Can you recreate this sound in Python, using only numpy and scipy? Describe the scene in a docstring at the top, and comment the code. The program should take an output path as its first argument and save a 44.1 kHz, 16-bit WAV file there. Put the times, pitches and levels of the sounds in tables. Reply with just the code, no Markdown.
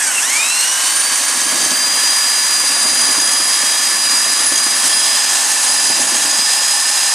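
"""In a room with short reflections, an electric drill turns a mixing paddle in a plastic bucket of mortar.
It coasts for a moment, is switched on and runs up to a whine at multiples of its shaft speed, made of
tones with rough skirts, over shaped noise for fan and brushes. The paddle is led round the bucket:
churning and gear rattle swell near the wall, while listed slaps ring the bucket as decaying tones."""
import sys
import numpy as np
from scipy import signal
from scipy.fft import rfft, irfft
from scipy.io import wavfile
from scipy.ndimage import uniform_filter1d

SR = 44100
rng = np.random.default_rng(int(sys.argv[2]) if len(sys.argv) > 2 else 0)


def to_wav(s):
    """Save 16-bit WAV."""
    ch = np.atleast_2d(s).T  # columns
    pcm = np.round(np.clip(ch, -1, 1) * 32767)  # PCM
    wavfile.write(sys.argv[1], SR, pcm.astype(np.int16))


N = 314874
TIME = np.arange(N) / SR  # s
BINS = np.fft.rfftfreq(N, 1 / SR)  # Hz


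def amp(db):
    """Decibels to gain."""
    return 10 ** (np.asarray(db) / 20)


def unit(x):
    """Scales to rms 1."""
    return x / np.sqrt(np.mean(abs(x) ** 2) + 1e-20)


def curves(rows):
    """Every column of a table as a curve over time."""
    s, *columns = np.transpose(rows)
    return [np.interp(TIME, s, column) for column in columns]


def spectrum(points):
    """Joins points on a log-frequency axis."""
    hz, value = np.transpose(points)
    return np.interp(np.log(BINS + 1), np.log(hz), value)


def colour(x, db):
    """Filters by a gain for each frequency."""
    return irfft(rfft(x) * amp(db), N)


def noise(points):
    """Noise of rms 1 with the given spectrum."""
    return unit(colour(rng.standard_normal(N), spectrum(points)))


def wander(rate_hz):
    """Smooth chance of rms 1, moving up to about this rate."""
    steps = rng.standard_normal(N // 16 + 1)  # one step every 16 samples
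    hz = np.fft.rfftfreq(len(steps), 16 / SR)
    slow = irfft(rfft(steps) / np.sqrt(1 + (hz / rate_hz) ** 4), len(steps))
    return unit(np.interp(np.arange(N), np.arange(len(steps)) * 16, slow))


def fuzzy(angle, width_hz):
    """A tone smeared into a narrow band, with rms about 1."""
    return wander(width_hz) * np.cos(angle) + wander(width_hz) * np.sin(angle)


def tone(angle, rough, width_hz):
    """A clean line of rms about 1 with a rough skirt."""
    clean = np.sqrt(2) * np.sin(angle + rng.uniform(0, 2 * np.pi))
    return clean + rough * fuzzy(angle, width_hz)


def bump(s, width_s):
    """A smooth swell of height 1 around time s."""
    return np.exp(-.5 * ((TIME - s) / width_s) ** 2)


def bell(hz, width_hz):
    """A resonance curve of height 1."""
    return 1 / (1 + (2 * (BINS - hz) / width_hz) ** 2)


def add(mix, s, sound):
    """Mixes a sound in at time s."""
    part = mix[max(round(s * SR), 0):][:len(sound)]
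    part += sound[:len(part)]


FULL_SPEED = 414  # reference speed, turns per s
COAST_SPEED, COAST_S = 215, .74  # speed at the start, turns per s; time constant of the slowing, s
SWITCH_ON_S = .1915
# run-up: a quick kick takes this share of the climb, a slow pull the rest
KICK_SHARE, KICK_S, CLIMB_S = .105, .04, .256
# speed that the load of the mortar allows: time_s [s], speed [turns per s]
LOADED_SPEED = [(1.3, 392), (1.48, 394.6), (1.7, 396), (1.92, 403.5), (2.32, 404.9), (2.74, 402.2),
                (3.2, 404.8), (3.38, 408.2), (4.05, 406.3), (4.48, 408), (4.6, 405.1), (4.76, 407.9),
                (4.96, 411.8), (5.2, 413), (5.46, 410.2), (5.96, 410.6), (6.08, 408), (6.55, 413.6),
                (6.9, 414.6), (7.14, 413.1)]


def speed():
    """Mean turns per second of the motor shaft: it coasts, then runs up to what the load allows."""
    coasting = COAST_SPEED * np.exp(-np.minimum(TIME, SWITCH_ON_S) / COAST_S)
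    since = np.maximum(TIME - SWITCH_ON_S, 0)
    lag = KICK_SHARE * np.exp(-since / KICK_S) + (1 - KICK_SHARE) * np.exp(-since / CLIMB_S)
    return lag * coasting + (1 - lag) * curves(LOADED_SPEED)[0]


def slowness():
    """0 at full speed, 1 at half speed and below."""
    return np.clip(2 * (1 - speed() / FULL_SPEED), 0, 1)


def with_speed(growth_db):
    """Level in dB relative to full speed, growing by growth_db per tenfold speed."""
    return growth_db * np.log10(speed() / FULL_SPEED)


def shaft(paddle_hz=13.4, sag_per_s=25, sag_s=0.028):
    """Angle of the motor shaft; lumps and paddle turns make it unsteady, and each slap brakes it briefly."""
    wobble = .0011 * wander(16) + .0008 * fuzzy(2 * np.pi * paddle_hz * TIME, width_hz=2)
    sag = sag_per_s * sum(amp(db) * bump(s, sag_s) for s, db in SLAPS)
    sag = sag - uniform_filter1d(sag, size=SR // 4)  # the quarter-second mean stays level
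    return 2 * np.pi * np.cumsum(speed() * (1 + wobble) - sag) / SR


ROUND_S = 1.66  # time of one round, used beyond the first and last listed passes
# closest passes along the wall: pass_s [s], churn_wall_db [dB], churn_free_db half a round later [dB],
# pinion_db before its swing [dB], rattle_db before its bursts [dB]
PASSES_COLUMNS = [(.02, -45, -46.5, -52, -40), (1.6, -33.5, -43.5, -40, -30.5),
                  (3.06, -34.5, -40.5, -38.5, -28), (4.62, -38, -41.5, -36, -31),
                  (6.1, -35, -50, -41.5, -28)]


def at_wall(lag_s=0):
    """1 as the paddle passes the wall, 0 half a round later."""
    times = [row[0] for row in PASSES_COLUMNS]
    times = [times[0] - ROUND_S, *times, times[-1] + ROUND_S]
    rounds = np.interp(TIME - lag_s, times, np.arange(len(times)))
    return np.cos(np.pi * rounds) ** 2


# listening position: time_s [s], nearness [0 above the rim, 1 closer in]
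LISTENING = [(0, 0.37), (1, 0), (4.7, 0.14), (5.5, 0.94), (7.14, 0.86)]


def nearness():
    """How close the listening point is to the bucket and drill."""
    return curves(LISTENING)[0]


SWEEP_FLICKER_DB = 4.5  # scale of the flicker at half speed
# peaks and dips of the drill housing: centre_hz [Hz], width_hz [Hz], gain_db [dB]
HOUSING_PEAKS = [(1380, 140, -15), (1680, 260, 2), (2550, 250, 4.5), (3520, 520, -3), (3980, 240, 3.5),
                 (4420, 79, -16), (4600, 50, 4), (4853, 290, 7.5), (5820, 120, 12), (8400, 280, 6),
                 (8975, 70, -14), (9180, 150, 4.5), (9830, 150, 1)]


def housing(order):
    """Gain in dB on a multiple of the shaft speed as it sweeps housing peaks and room standing waves."""
    response_db = sum(db * bell(hz, width) for hz, width, db in HOUSING_PEAKS)
    flicker_db = SWEEP_FLICKER_DB * np.sqrt(slowness()) * np.tanh(wander(11))
    return np.interp(order * speed(), BINS, response_db) + flicker_db


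def lull(centre_s=0.19, width_s=0.058, change_db=-5.5):
    """Level in dB of the high whines: they die back around the slowest moment and build up under power."""
    return change_db * bump(centre_s, width_s)


# whine before speed, housing, flicker and lull act: time_s [s], slots_db [dB], bars_db [dB]
WHINE_LEVELS = [(0, -27, -29), (.5, -24.5, -24), (1.55, -30.5, -25), (1.75, -26, -27.5),
                (2.65, -25.5, -24.5), (2.94, -25.5, -20), (3.85, -27, -26.5), (4.1, -25.5, -25),
                (4.45, -27, -21.5), (4.66, -26.5, -24), (4.78, -30.5, -24), (4.97, -23, -20.5),
                (5.26, -26.5, -29), (5.5, -33, -25.5), (5.8, -25.5, -22), (6.19, -29.5, -25.5),
                (6.35, -24.5, -28), (7.14, -27, -26.5)]
# brief dips of the slot whine: centre_s [s], width_s [s], change_db [dB]
SLOT_DIPS = [(1.0, .02, -12), (4.51, .008, -10), (6.05, 0.022, -8), (6.19, .02, -5)]


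def whine(angle, slots_growth_db=26, bars_growth_db=20, slots_flicker_db=0.82, bars_flicker_db=1.23):
    """The 12 armature slots and 24 commutator bars each sing once per passing, louder with speed."""
    slots_db, bars_db = curves(WHINE_LEVELS)
    slots_db = slots_db + with_speed(slots_growth_db) + housing(order=12)
    slots_db = slots_db + slots_flicker_db * wander(9.8)
    slots_db = slots_db + sum(db * bump(s, width_s) for s, width_s, db in SLOT_DIPS)
    bars_db = bars_db + with_speed(bars_growth_db) + housing(order=24)
    bars_db = bars_db + bars_flicker_db * wander(7.9)
    slots = amp(slots_db) * tone(12 * angle, rough=0.18, width_hz=35)
    bars = amp(bars_db) * tone(24 * angle, rough=0.35, width_hz=67.0)
    return amp(lull()) * (slots + bars)


# thin squeal of the brushes: time_s [s], pitch_hz [Hz], level_db [dB]
SQUEAL_TRACK = [(0, 11650, -43), (.25, 11620, -41), (.7, 11900, -38), (2, 12060, -39), (5, 11900, -47),
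                (7.14, 12030, -54)]


def brush_squeal():
    """The brushes squeal thinly in a narrow band on a drifting pitch of their own."""
    pitch_hz, level_db = curves(SQUEAL_TRACK)
    return amp(level_db) * fuzzy(2 * np.pi * np.cumsum(pitch_hz) / SR, width_hz=49)


def brush_holders(ring_hz=8330, coast_db=-23.5, driven_db=-35, fade_s=.15):
    """The brush holders ring drily while the motor coasts and fade back under power."""
    coasting = np.exp(-np.maximum(TIME - SWITCH_ON_S, 0) / fade_s)
    level_db = coasting * coast_db + (1 - coasting) * driven_db
    return amp(level_db) * fuzzy(2 * np.pi * ring_hz * TIME, width_hz=99)


PINION_SETTLES, PINION_SETTLE_WIDTH = 389.4, 6.6  # it quietens around this speed, turns per s
PINION_SLOW_DB = -25  # 8th order at low speed, before the housing
PINION_SWING_DB, PINION_LAG_S = 7.5, 0.49  # swing either way over a round; delay of its peak after a pass
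# 16th order: level from far and near, before speed and housing; growth per tenfold speed
OVERTONE_FAR_DB, OVERTONE_NEAR_DB, OVERTONE_GROWTH_DB = -33.5, -29, 13
# the 16th order flares as the teeth take up around switch-on
TAKE_UP_AT_S, TAKE_UP_S, TAKE_UP_DB = 0.179, 0.048, 19.5


def pinion(angle, paddle, flutter_db=2):
    """The four-tooth pinion sings at low speed; at high speed it flutters and swells after each wall pass."""
    near = nearness()
    slow = .5 - .5 * np.tanh((speed() - PINION_SETTLES) / (2 * PINION_SETTLE_WIDTH))
    s, _, _, pinion_db, _ = np.transpose(PASSES_COLUMNS)
    running_db = np.interp(TIME, s + PINION_LAG_S, pinion_db)
    running_db = running_db + PINION_SWING_DB * (2 * at_wall(PINION_LAG_S) - 1)
    running_db = running_db + flutter_db * np.cos(4 * paddle)
    second_db = slow * PINION_SLOW_DB + (1 - slow) * running_db + housing(order=8)
    fourth_db = (1 - near) * OVERTONE_FAR_DB + near * OVERTONE_NEAR_DB + housing(order=16)
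    fourth_db = fourth_db + with_speed(OVERTONE_GROWTH_DB) + lull()
    fourth_db = fourth_db + TAKE_UP_DB * bump(TAKE_UP_AT_S, TAKE_UP_S)
    second = amp(second_db) * tone(8 * angle, rough=0.4, width_hz=200)
    fourth = amp(fourth_db) * tone(16 * angle, rough=0.57, width_hz=80)
    contact = unit(amp(2.2 * np.tanh(wander(18))))  # tooth contact comes and goes
    return (second + fourth) * contact


# relative spectrum of the fan air: freq_hz [Hz], density_db [dB per Hz]
AIR_SPECTRUM = [(20, -42), (90, -41), (170, -29.5), (270, -10.5), (450, -17), (700, -5), (1080, 3),
                (1350, -1), (1800, 3.5), (2400, -1), (3050, -0.5), (3500, -3.5), (4300, -0.5), (9000, -5),
                (14000, -45)]
# relative spectrum of the brush hiss: freq_hz [Hz], density_db [dB per Hz]
BRUSH_SPECTRUM = [(500, -42), (2500, -13), (4300, -12.5), (5200, -4.5), (6100, -1), (6900, -2),
                  (7700, -1.5), (8300, 1), (9000, -2.5), (9600, -3), (10200, -5.5), (11500, -12),
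                  (13000, -16.5), (15000, -41)]
# brief surges of the hiss and air: centre_s [s], change_db [dB]
RUSH_SURGES = [(4.12, 0.8), (4.41, 1), (4.86, 1.6)]
# hollow of bucket and housing, heard above the rim and closer in:
# centre_hz [Hz], width_hz [Hz], far_db [dB], near_db [dB]
HOLLOW_PEAKS = [(816, 96, -1.5, 7.5), (1230, 160, -1, -5.5), (2120, 390, 0, -4), (2720, 124, 1, 4.5),
                (3800, 180, 4, 3.5), (4170, 190, 3, 4), (7670, 380, 0.5, 3), (9350, 290, 2.5, 2)]
AIR_DB, AIR_GROWTH_DB = -21, -1.5  # level before swelling and colouring; growth per tenfold speed
HISS_DB, HISS_GROWTH_DB = -18.5, -1
RUSH_WALL_DB, RUSH_NEAR_DB = -0.76, 0.84  # change at the wall and from near
# vent hiss that fades as the fan slows: centre and width of its band
FAN_HZ, FAN_WIDTH_HZ = (4000, 2200)


def rush(paddle, slow_db=-8, surge_s=0.029, drift_db=.3):
    """Fan air and brush hiss pulse with the paddle; the hollow of bucket and housing colours them."""
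    near = nearness()
    swell_db = RUSH_WALL_DB * at_wall() + RUSH_NEAR_DB * near + drift_db * wander(6.4)
    swell_db = swell_db + sum(db * bump(s, surge_s) for s, db in RUSH_SURGES)
    throb = np.cos(5 * paddle) + np.cos(4 * paddle)
    flutter = wander(27)
    air_db = AIR_DB + with_speed(AIR_GROWTH_DB) + 0.54 * flutter + .25 * throb
    hiss_db = HISS_DB + with_speed(HISS_GROWTH_DB) + 0.86 * flutter + .5 * throb
    both = amp(swell_db) * (amp(air_db) * noise(AIR_SPECTRUM) + amp(hiss_db) * noise(BRUSH_SPECTRUM))
    slow_fan = colour(both, slow_db * bell(FAN_HZ, FAN_WIDTH_HZ) ** 2)
    both = (1 - slowness()) * both + slowness() * slow_fan
    from_far = colour(both, sum(far_db * bell(hz, width) for hz, width, far_db, _ in HOLLOW_PEAKS))
    from_near = colour(both, sum(near_db * bell(hz, width) for hz, width, _, near_db in HOLLOW_PEAKS))
    return (1 - near) * from_far + near * from_near


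def churn_level(sharpness=1.4):
    """Level in dB of the stirring, following the listed wall and free levels round by round."""
    s, wall_db, free_db, _, _ = np.transpose(PASSES_COLUMNS)
    wall = at_wall() ** sharpness
    return wall * np.interp(TIME, s, wall_db) + (1 - wall) * np.interp(TIME, s + ROUND_S / 2, free_db)


# relative spectrum of the stirred paste: freq_hz [Hz], density_db [dB per Hz]
CHURN_SPECTRUM = [(20, -38), (80, -45), (110, -23), (135, -14), (200, -4.5), (262, 3), (340, -2.5),
                  (460, -12.5), (620, -2), (1000, -8.5), (3000, -39)]


def churn(paddle):
    """Two blades churn the paste in lumps: low noise pulsing twice a paddle turn and at random."""
    lumps = amp(0.71 * np.cos(2 * paddle) + 2 * wander(25))
    return amp(churn_level()) * unit(noise(CHURN_SPECTRUM) * lumps)


def bucket_hum(hum_hz=112, free_db=-59.5, wall_db=-66, growth_db=80):
    """The bucket hums in a narrow low band, growing steeply with speed and softer at the wall."""
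    wall = at_wall()
    level_db = wall * wall_db + (1 - wall) * free_db + with_speed(growth_db)
    return amp(level_db) * fuzzy(2 * np.pi * hum_hz * TIME, width_hz=4.4)


# relative spectrum of the wet smacks of the paste: freq_hz [Hz], density_db [dB per Hz]
SMACK_SPECTRUM = [(150, -24), (350, -4), (620, -0.5), (1100, 0), (2200, -3), (5000, -14), (10000, -37)]


def smacks(per_s=260, spread_db=4, length_s=0.0049):
    """Air pockets in the paste burst as tiny wet puffs, harder when the churning is strong."""
    strength = amp(spread_db * np.minimum(rng.exponential(1, N), 4))
    pops = (rng.random(N) < per_s / SR) * strength
    power = signal.lfilter([1], [1, -np.exp(-1 / (length_s * SR))], pops ** 2)  # power dies in length_s
    return amp(0.58 * churn_level() - 12.5) * unit(np.sqrt(power) * noise(SMACK_SPECTRUM))


RATTLE_FREE_DB, RATTLE_LAG_S = -37.5, 0.11  # level away from the wall, before bursts; delay after a pass
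# hard knocks of the gear teeth: centre_s [s], drive_db before the tooth mix [dB]
GEAR_KNOCKS = [(1.416, -11.5), (1.493, -10), (1.617, -11), (1.652, -10), (1.708, -10), (3.015, -13),
               (4.527, -12), (4.561, -9), (4.58, -10), (5.895, -13), (6.18, -17), (6.635, -13)]
GEAR_MESH = 1.423  # meshings of the second gear stage per turn of the motor


def rattle(angle, paddle, knock_s=0.0024, sharpness=1.3):
    """Loose teeth chatter in bursts, several to a paddle turn, swelling after wall passes; some knock hard."""
    wall = at_wall(RATTLE_LAG_S) ** sharpness
    level_db = wall * curves(PASSES_COLUMNS)[-1] + (1 - wall) * RATTLE_FREE_DB
    beats = np.cos(4 * paddle) + np.cos(5 * paddle)
    bursts = amp(level_db) * unit(amp(6.6 * beats + 6.9 * np.tanh(wander(51))))
    middle, high, stage = 8 * angle, 16 * angle, 3 * GEAR_MESH * angle
    chatter = amp(0.5) * fuzzy(high, width_hz=470)
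    chatter = chatter + amp(-6.5) * fuzzy(middle, width_hz=90)
    chatter = chatter + amp(-11) * fuzzy(stage, width_hz=74)
    knocks = sum(amp(db) * bump(s, knock_s) for s, db in GEAR_KNOCKS)
    teeth = 0.9 * np.sin(high) + 0.32 * np.sin(middle) + 0.38 * noise(BRUSH_SPECTRUM)
    return bursts * chatter + knocks * teeth


def gear_stage(angle, second_db=-38.5, third_db=-31.5, near_db=-14, growth_db=54, contact_db=2.5):
    """The second gear stage sings on its 2nd and 3rd mesh harmonics; near_db changes the 2nd from near."""
    low_db = second_db + near_db * nearness()
    low = amp(low_db) * tone(2 * GEAR_MESH * angle, rough=0.97, width_hz=63)
    high = amp(third_db) * tone(3 * GEAR_MESH * angle, rough=0.68, width_hz=60)
    contact = unit(amp(contact_db * np.tanh(wander(25))))  # tooth contact comes and goes
    return contact * (low + high) * amp(with_speed(growth_db))


# faint lines of gears and armature: order [multiples of the shaft speed]
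FAINT_LINE_ORDERS = [1.423, 2, 3, 5.69, 9.42, 18.84, 36]
# their levels at full speed, before the rough skirt: level_db [dB]
FAINT_LINE_LEVELS = [-50, -47, -45, -45, -42, -43, -52]


def faint_lines(angle):
    """Faint lines of gears and armature grow with the cube of the speed."""
    lines = sum(amp(db) * tone(order * angle, rough=0.72, width_hz=10.5)
                for order, db in zip(FAINT_LINE_ORDERS, FAINT_LINE_LEVELS))
    return lines * (speed() / FULL_SPEED) ** 3


# mortar slapped against the wall: start_s [s], ring_peak_db [dB]
SLAPS = [(1.11, -30), (1.343, -28), (1.544, -23), (1.619, -25.5), (1.655, -25), (1.711, -21.5), (2.09, -33),
         (2.574, -31), (2.631, -26.5), (2.851, -24), (2.928, -28), (3.094, -28), (3.175, -24),
         (3.395, -25.5), (3.627, -28.5), (4.397, -26.5), (4.516, -21.5), (4.661, -23), (4.841, -28),
         (5.895, -21.5), (5.99, -22), (6.117, -24), (6.245, -26.5), (6.386, -25)]
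# nominal modes of the filled bucket: pitch_hz [Hz], relative level_db [dB], t60_s [s]
BUCKET_MODES = [(158, -15.5, .07), (198, -3, 0.035), (264.5, -4, 0.085), (336, -1, 0.046),
                (405, -20, 0.025), (585, 1, 0.036)]


def slaps(swell_s=0.0056, splat_s=0.015):
    """Soft, wet slaps of paste ring the damped bucket, each slightly detuned, with a short splat of noise."""
    out = np.zeros(N)
    t = np.arange(SR // 5) / SR
    wet = noise(SMACK_SPECTRUM)
    swell = 1 - np.exp(-(t / swell_s) ** 2)
    chances = rng.random((len(SLAPS), len(BUCKET_MODES), 2))
    for (s, db), chance in zip(SLAPS, chances):
        ring = np.zeros(len(t))
        for (hz, level_db, t60_s), (detune, start) in zip(BUCKET_MODES, chance):
            turns = hz * (0.922 + .14 * detune) * t + start
            ring += amp(level_db - 60 * t / t60_s) * np.sin(2 * np.pi * turns)
        splat = amp(-1.5) * wet[round(s * SR):][:len(t)] * np.exp(-t / splat_s)
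        add(out, s, amp(db) * swell * (ring / abs(swell * ring).max() + splat))
    return out


# left against right: freq_hz [Hz], left_minus_right_db [dB]
STEREO_TILT = [(60, -4), (600, -5.5), (950, -2.5), (1600, -2.5), (2200, 1.5), (4900, -0.5), (6200, -1.1),
               (7700, -0.7), (9700, -3), (11000, -0.5), (13000, -0.5)]
# room reflections before a 0.5 dB trim: freq_hz [Hz], level_db [dB]
REFLECTIONS = [(40, -3), (130, -12), (260, -16), (450, -9), (900, -13), (1700, -17), (2500, -23),
               (3500, -16), (5000, -17), (8000, -14), (9500, -10), (10300, -6), (12000, -10), (14500, -7)]


def microphones(x, room_t60_s=.2, taps_per_s=3000):
    """Floor and wall reflections, as sparse decaying taps, reach the two ports with opposite sign."""
    t = np.arange(SR // 3) / SR
    taps = rng.choice([-1., 1.], len(t)) * (rng.random(len(t)) < taps_per_s / SR)
    taps = taps * amp(-60 * t / room_t60_s)
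    reflected = signal.fftconvolve(x, taps / np.linalg.norm(taps))[:N]
    side = colour(reflected, spectrum(REFLECTIONS) - .5)
    tilt_db = spectrum(STEREO_TILT) / 2
    return np.array([colour(x + side, tilt_db), colour(x - side, -tilt_db)])


def scene():
    """One shaft drives drill and paddle; the paddle turns about thirty times slower."""
    angle = shaft()
    paddle = angle / 30.3
    motor = whine(angle) + brush_squeal() + brush_holders()
    gears = pinion(angle, paddle) + rattle(angle, paddle) + gear_stage(angle) + faint_lines(angle)
    mortar = churn(paddle) + bucket_hum() + smacks() + slaps()
    return microphones(motor + gears + rush(paddle) + mortar)


def record(dry, low_cut_hz=105, edge_hz=15100):
    """Cuts the bass, adds a trace of handling rumble, rounds the peaks and limits the band."""
    cut = signal.sosfilt(signal.butter(2, low_cut_hz, "highpass", fs=SR, output="sos"), dry)
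    rumble = amp(-76) * np.array([noise([(15, 0), (80, 1), (200, -15), (1000, -50)]) for _ in dry])
    rounded = cut / (1 + (cut / .88) ** 8) ** (1 / 8)
    band_limit = signal.firwin(511, edge_hz, window=("kaiser", 9), fs=SR)
    return signal.oaconvolve(rounded + rumble, band_limit[None], "same")


dry = scene()
out = record(dry)
to_wav(out)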